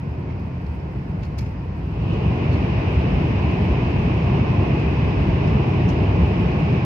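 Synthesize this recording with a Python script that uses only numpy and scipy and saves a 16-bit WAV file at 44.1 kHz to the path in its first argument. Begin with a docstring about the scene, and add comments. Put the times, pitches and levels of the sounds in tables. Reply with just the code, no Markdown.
"""High-speed train into a tunnel

From a window seat, the car body booms, air roars along the skin and the wheels ring on the rails.
After two seconds the train enters a tunnel: air rushes at the mouth and the running noise grows louder.
Most sources are noise shaped by pitch and level; small knocks, clicks and rustles sound in the cabin.
A phone with two spaced microphones listens.
"""
import sys
import numpy as np
from scipy import signal
from scipy.fft import rfft, irfft
from scipy.io import wavfile
from scipy.ndimage import uniform_filter1d, map_coordinates

SR = 44100
rng = np.random.default_rng(int(sys.argv[2]) if len(sys.argv) > 2 else 0)


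def to_wav(s):
    """Save 16-bit WAV."""
    ch = np.atleast_2d(s).T  # columns
    pcm = np.round(np.clip(ch, -1, 1) * 32767)  # PCM
    wavfile.write(sys.argv[1], SR, pcm.astype(np.int16))


N = 302078
TIME = np.arange(N) / SR  # seconds
FREQ = np.maximum(np.arange(N // 2 + 1) * SR / N, 1)  # Hz
PORTAL_S = 2.0  # the seat passes the mouth of the tunnel
COLOUR_BUILD_S = 0.17  # how fast the tunnel's colour takes over
JOLT_S = 0.037  # half length of a heave
TOP_HZ = 15500  # highest pitch the phone passes

# Colour of each source through the car body, relative to its own loudness: pitch_hz, level_db_per_hz
BOOM_COLOUR = [(20, -36), (35, -25.5), (45, -18), (56, -2), (63, -5.5), (72, 1), (84, -5.5), (92, 0.5)]
DRONE_COLOUR = [(98, 1), (108, -2.5), (121, -0.6), (134, 0.2), (153, -3.5), (168, -1.5), (190, -6),
                (215, -10.5)]
ROAR_OPEN_COLOUR = [(130, -31.5), (220, -4), (242, -3.5), (259, -3), (324, -6.5), (414, -9.5), (545, -14),
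                    (583, -13), (773, -15.5), (930, -18.5), (1300, -26), (1690, -53), (2860, -120)]
ROAR_TUNNEL_COLOUR = [(130, -40), (220, -1), (265, -2), (399, -4.5), (549, -12.5), (605, -10),
                      (1040, -14.5), (1300, -23.5), (1690, -53), (2860, -120)]
WHEELS_OPEN_COLOUR = [(1300, 0.0), (1700, -3), (2100, -2.5), (2550, -2.5), (2900, -8), (3300, -14.5),
                      (4200, -18), (5000, -19), (6000, -25.5), (7500, -36.5)]
WHEELS_TUNNEL_COLOUR = [(1300, -6.5), (1550, -6), (1900, -5), (2250, -3), (2350, -2), (2550, -1.5),
                        (2850, -5), (3300, -14), (3800, -17), (4400, -22), (5100, -21), (5800, -27.5),
                        (6700, -34.5), (7500, -43.5)]
RUSH_COLOUR = [(150, -8), (260, 0), (450, -1.5), (700, -7), (1100, -12.5), (1500, -22.5), (2300, -23),
               (2850, -13.5), (3300, -24.5), (4200, -31), (5200, -34.5), (7500, -50.5)]  # air squeezed between train and tunnel mouth
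HISS_COLOUR = [(7500, -3.5), (8800, -3), (10000, -9), (11500, -4.5), (13700, -4.5), (15300, -7.5)]
HANDLING_COLOUR = [(1000, -13.5), (1600, -8), (2200, -4), (2700, -2.5), (3300, -6.5), (3950, -7),
                   (4500, -2.5), (4900, -6), (5300, -1.5), (5850, -9.5), (6350, -7), (6900, -11.5),
                   (7400, -16.5), (11000, -19.5), (15000, -20.5)]

# How hard each source drives the cabin: open_db, tunnel_db, lag_after_portal_s, build_s, growth_db_per_s
FLOOR_LEVEL = (-29, -25, -0.05, 0.25, 0.17)
WALL_LEVEL = (-28.5, -22, -0.07, 0.06, 0.55)
ROAR_LEVEL = (-36.5, -26.5, 0.106, 0.24, 0.23)
WHEEL_LEVEL = (-52.5, -40, 0.19, 0.22, 0.0451)

# Rough spots in the track that heave the car body: time_s, floor_lift_db, wall_lift_db
TRACK_JOLTS = [(.69, 6, -3), (1.12, 0, 4), (1.4, 2, 6), (2.09, -2.5, 3), (2.27, 0.5, 3.5), (2.52, 6, 0.5),
               (2.99, 9, 0), (3.16, 5, 2), (3.7, 7, -0.5), (4.43, -1, 1), (4.92, 6, -2.5), (5.3, 7, -0.5),
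               (5.55, 6, 0.5), (5.83, 0.5, 1), (6.21, 9.5, 2.5)]
# Slow swell of the running noise, shared by drone and roar: time_s, level_db
RUNNING_SWELL = [(0, 0.5), (.3, 0.5), (.6, -1.3), (1.12, 0.85), (1.8, -2), (2.25, -0.2), (2.85, -.5),
                 (3.65, -0.2), (3.95, -1), (4.2, 0.1), (4.6, 1.5), (5.1, -0.8), (5.7, 1.04), (6.25, -0.65),
                 (6.7, -1.1)]
# Rings of the running gear: pitch_hz, width_hz, open_db, tunnel_db
GEAR_RINGS = [(924, 62, -54.5, -61.5), (2528, 71, -68, -50.5), (2770, 100, -74.5, -57.5),
              (4930, 200, -79, -75)]
# Hard knocks of something like a tray or armrest: start_s, level_db, crack_db (relative to the knock)
HARD_KNOCKS = [(1.233, -46, -10), (1.386, -38.5, -3), (1.391, -39.5, -3), (1.461, -52, -10)]
# What the knocked part rings with: pitch_hz, level_db, time_to_fall_60_db_s
KNOCKED_PART_MODES = [(1750, -7, .04), (2280, -5, .07), (3270, -8, .025), (4200, -6, .03),
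                      (5040, -6.5, .06), (5370, -10, .04), (6230, -11, .06), (6850, -12, .025),
                      (8400, -19, .02), (11400, -21, .02), (13600, -19, .015)]
# Small things handled: time_s, level_db, swell_s, fade_s, tilt_db_per_octave, raggedness_db, ring_hz
HANDLED_THINGS = [(.31, -46.5, .02, .03, -12.5, 2, 2200), (.398, -55, 0.0005, 0.0022, 0, 1, 12000),
                  (.618, -62, .001, 0.0018, 5, -1, 12000), (0.666, -52, .001, .003, -4, 1, 4500),
                  (.8, -56, .002, .008, -7, 0, 5200), (1.234, -44.5, 0.0075, 0.0081, -8, 1.5, 3900),
                  (1.252, -52, .002, .007, -3, 2, 4500), (1.380, -46, .0015, .004, -.5, 3, 5200),
                  (1.387, -37, 0.0018, 0.0069, -0.5, 2, 2250), (1.465, -48, .002, .005, -7, -2, 3000),
                  (2.53, -44, 0.013, 0.032, -6, 0.5, 4184), (3.513, -55, .001, 0.0025, 3, 0, 6300),
                  (4.797, -44.5, .002, .004, -2.5, -1, 4630), (5.477, -49, .012, 0.02, -3.5, 2, 5000),
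                  (5.892, -43, 0.006, .014, -3, 1, 5930)]
# Thin, steady whines of the drive: pitch_hz, level_db
DRIVE_WHINES = [(1036, -59.5), (1095.5, -65.5), (1461.5, -71.5), (1826.8, -72), (2525.3, -71)]
# Cabin sound at the two microphones: pitch_hz, likeness (-1 to 1), left_lag_rad, left_minus_right_db
CABIN_FIELD = [(60, 1, 0.099, 0), (169, 0.99, 0.14, 0.1), (260, 0.87, 0.024, 1.6), (412, 0.98, 0.59, 2),
               (470, 0.7, 0.99, 5.5), (605, .3, 1.5, -3), (824, 0.13, 0.3, -2), (1145, 0.386, 0.69, -2.5),
               (1280, -0.43, 0.3, 1), (2000, -0.098, 0.88, -0.5), (3030, 0.17, .7, -0.5),
               (3550, -0.4, 0.024, 0), (4500, 0.16, 0, 0), (5500, 0, 0.25, -4.5), (7500, 0, 0, 0.5)]


def body_boom(floor_surge_db=1.0, wall_surge_db=1.0, approach_db_per_s=1.2):
    """Track roughness shakes the floor into a deep boom and the wall panels into a drone; both surge."""
    # the boom gathers on the way to the portal
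    approach_db = approach_db_per_s * np.minimum(TIME - PORTAL_S, 0)
    floor_db = drive(*FLOOR_LEVEL) + approach_db + floor_surge_db * walk(5.4)
    wall_db = drive(*WALL_LEVEL) + swell() + wall_surge_db * walk(11)
    for time_s, floor_lift_db, wall_lift_db in TRACK_JOLTS:
        heave = np.exp(-((TIME - time_s) / JOLT_S) ** 2)
        floor_db = floor_db + floor_lift_db * heave
        wall_db = wall_db + wall_lift_db * heave
    boom = churn(BOOM_COLOUR) * undb(floor_db)
    drone = churn(DRONE_COLOUR) * undb(wall_db)
    return boom + drone


def air_roar(buffet_db=0.5):
    """Turbulent air scrubs the skin of the car and buffets it a little."""
    outside = cabin_noise(colour(ROAR_OPEN_COLOUR))
    inside = cabin_noise(colour(ROAR_TUNNEL_COLOUR))
    level_db = drive(*ROAR_LEVEL) + swell() + buffet_db * walk(6.8)
    return through_portal(outside, inside) * undb(level_db)


def wheels(flutter_db=0.17, waver_db=2.5, own_waver_db=1.4, drift=.006):
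    """Rolling noise with narrow rings of wheels and gears, each wavering in level and pitch."""
    outside = cabin_noise(colour(WHEELS_OPEN_COLOUR))
    inside = cabin_noise(colour(WHEELS_TUNNEL_COLOUR))
    rolling_db = drive(*WHEEL_LEVEL) + flutter_db * walk(14)
    sound = through_portal(outside, inside) * undb(rolling_db)
    share = enclosed(COLOUR_BUILD_S)
    shared_waver_db = waver_db * walk(5.2)
    for hz, width_hz, open_db, tunnel_db in GEAR_RINGS:
        ring = cabin_noise(1 / (1 + ((FREQ - hz) / width_hz) ** 2))
        # reading the ring a little faster or slower bends its pitch
        clock = np.cumsum(1 + drift * walk(4))
        ring = np.array([map_coordinates(ear, [clock], mode="mirror") for ear in ring])
        level_db = open_db + (tunnel_db - open_db) * share
        sound = sound + ring * undb(level_db + shared_waver_db + own_waver_db * walk(15))
    return sound


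def portal_rush(level_db=-31.5, lag_s=0.14, rise_s=0.15, fall_s=0.19):
    """A rush of squeezed air gathers as the portal nears, peaks just inside it and dies away."""
    since_peak = TIME - PORTAL_S - lag_s
    envelope = np.exp(np.minimum(since_peak / rise_s, -since_peak / fall_s))
    return cabin_noise(colour(RUSH_COLOUR)) * undb(level_db) * envelope


def knocks(crack_s=0.0008, bounce_s=.011, bounce_db=-9, bounce_loss_db=-2, pan_db=-2, count=5):
    """Each knock cracks and rings a hard plastic part, which chatters in uneven bounces that tend to weaken."""
    t = TIME[:SR // 4]
    out = np.zeros((2, N))
    for start_s, level_db, crack_db in HARD_KNOCKS:
        for bounce, (gap, size) in enumerate(rng.random((count, 2))):
            ring = np.zeros((2, len(t)))
            for hz, mode_db, t60 in KNOCKED_PART_MODES:
                phase = 2 * np.pi * rng.random((2, 1))
                ring += undb(mode_db - 60 * t / t60) * np.sin(2 * np.pi * hz * t + phase)
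            crack = undb(crack_db) * np.exp(-t / crack_s) * rng.standard_normal((2, len(t)))
            # the first hit has full strength
            strength = 2 * size * undb(bounce_db + bounce_loss_db * bounce) if bounce else 1
            first = int(start_s * SR)
            out[:, first:first + len(t)] += undb(level_db) * strength * (ring + crack)
            start_s = start_s + bounce_s * (.5 + gap)
    return out * undb(np.array([[pan_db], [-pan_db]]) / 2)


def handling(tail_db=-11, tail_s=0.044, rattle=1.3, pan_db=-2, ring_db=7, ring_octaves=.2):
    """Short scrapes and clacks, each trailing off in a rustle; the ragged ones rattle as they die."""
    size = SR // 2
    hz = np.maximum(np.arange(size // 2 + 1) * SR / size, 1)
    shape = np.interp(hz, FREQ, colour(HANDLING_COLOUR))
    grip, chatter = walk(400), walk(160)
    out = np.zeros((2, N))
    for time_s, level_db, swell_s, fade_s, tilt_db, ragged_db, ring_hz in HANDLED_THINGS:
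        first = int(time_s * SR) - size // 5  # leave room for the swell
        span = slice(first, first + size)
        before = np.maximum(time_s - TIME[span], 0)
        after = np.maximum(TIME[span] - time_s, 0)
        contact = undb(ragged_db * grip[span]) * np.exp(-after / fade_s)
        tail = undb(tail_db + rattle * ragged_db * chatter[span]) * np.exp(-after / tail_s)
        # the tilt sets the brightness, and each thing has a broad ring of its own
        ring_bump = np.exp(-(np.log2(hz / ring_hz) / ring_octaves) ** 2)
        tone_db = tilt_db * np.log2(hz) + ring_db * ring_bump
        noise = rfft(rng.standard_normal((2, size)))
        scrape = unit(irfft(noise * shape * undb(tone_db), size))
        envelope = np.exp(-before / swell_s) * np.hypot(contact, tail)
        out[:, span] += scrape * undb(level_db) * envelope
    return out * undb(np.array([[pan_db], [-pan_db]]) / 2)


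def whine(width_hz=5):
    """Motors and gears sing faintly: narrow bands of noise at steady pitches."""
    lines = sum(undb(db) / (1 + ((FREQ - hz) / width_hz) ** 2) for hz, db in DRIVE_WHINES)
    total_level = np.sqrt(sum(undb(db) ** 2 for hz, db in DRIVE_WHINES))
    return cabin_noise(lines) * total_level


def hiss(open_db=-81.5, tunnel_db=-77, flicker_db=3.0):
    """A faint, flickering top hiss that grows only a little in the tunnel."""
    level_db = open_db + (tunnel_db - open_db) * enclosed(COLOUR_BUILD_S)
    return cabin_noise(colour(HISS_COLOUR)) * undb(level_db + flicker_db * walk(18))


def cabin_noise(gain):
    """Noise that fills the cabin: long waves reach both microphones alike, short ones differ."""
    likeness, lag, balance_db = over_pitch(CABIN_FIELD)
    likeness = np.clip(likeness, -.999, .999)
    mid, side = rfft(rng.standard_normal((2, N)))
    ear = np.array([[1], [-1]])  # left, right
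    pair = np.sqrt(1 + likeness) * mid + ear * np.sqrt(1 - likeness) * side
    placed = pair * undb(ear * balance_db / 2) * np.exp(-.5j * ear * lag)
    sound = irfft(placed * gain, N)
    return sound / np.std(sound.mean(axis=0))


def churn(spectrum):
    """A rumble that churns quickly but holds its strength from moment to moment."""
    rumble = cabin_noise(colour(spectrum))
    strength = np.sqrt(uniform_filter1d(rumble[0] ** 2, size=7000))  # over about 0.16 s
    return unit(rumble / strength)


def enclosed(build_s, lag_s=0):
    """Share 0-1 of the tunnel's sound: the cars ahead enter first, so it swells in smoothly and settles."""
    return .5 + .5 * np.tanh((TIME - PORTAL_S - lag_s) / build_s)


def through_portal(outside, inside):
    """Hand over from the open-air sound to the tunnel's at even power."""
    share = enclosed(COLOUR_BUILD_S)
    return np.sqrt(1 - share) * outside + np.sqrt(share) * inside


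def drive(open_db, tunnel_db, lag_s, build_s, growth_db_per_s):
    """Level of a source in dB: it swells around the portal and grows slowly along the way."""
    portal_db = open_db + (tunnel_db - open_db) * enclosed(build_s, lag_s)
    return portal_db + growth_db_per_s * (TIME - PORTAL_S)


def swell():
    """The slow swell of the running noise in dB at every sample."""
    return np.interp(TIME, *np.transpose(RUNNING_SWELL))


def walk(rate):
    """Smooth chance with spread 1 that changes about `rate` times a second."""
    return unit(irfft(rfft(rng.standard_normal(N)) * np.exp(-(FREQ / rate) ** 2), N))


def over_pitch(rows):
    """Each column of a spectrum at every frequency."""
    hz, *columns = np.transpose(rows)
    return [np.interp(np.log(FREQ), np.log(hz), column) for column in columns]


def colour(rows):
    """Gain of a spectrum, falling steeply beyond its ends."""
    octaves_below = np.maximum(np.log2(rows[0][0] / FREQ), 0)
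    octaves_above = np.maximum(np.log2(FREQ / rows[-1][0]), 0)
    return undb(over_pitch(rows)[0] - 120 * (octaves_below + octaves_above))


def undb(db):
    """Decibels to gain."""
    return 10 ** (np.asarray(db) / 20)


def unit(x):
    """Scale to an average strength (rms) of 1."""
    return x / np.sqrt(np.mean(x ** 2))


def scene():
    """Everything heard from the seat."""
    running = body_boom() + air_roar() + wheels() + portal_rush()
    cabin = knocks() + handling()
    return running + cabin + whine() + hiss()


def record(dry):
    """The phone cuts the top with a steep low-pass filter."""
    top_cut = signal.ellip(10, .1, 80, TOP_HZ, fs=SR, output="sos")
    return signal.sosfilt(top_cut, dry)


dry = scene()
out = record(dry)
to_wav(out)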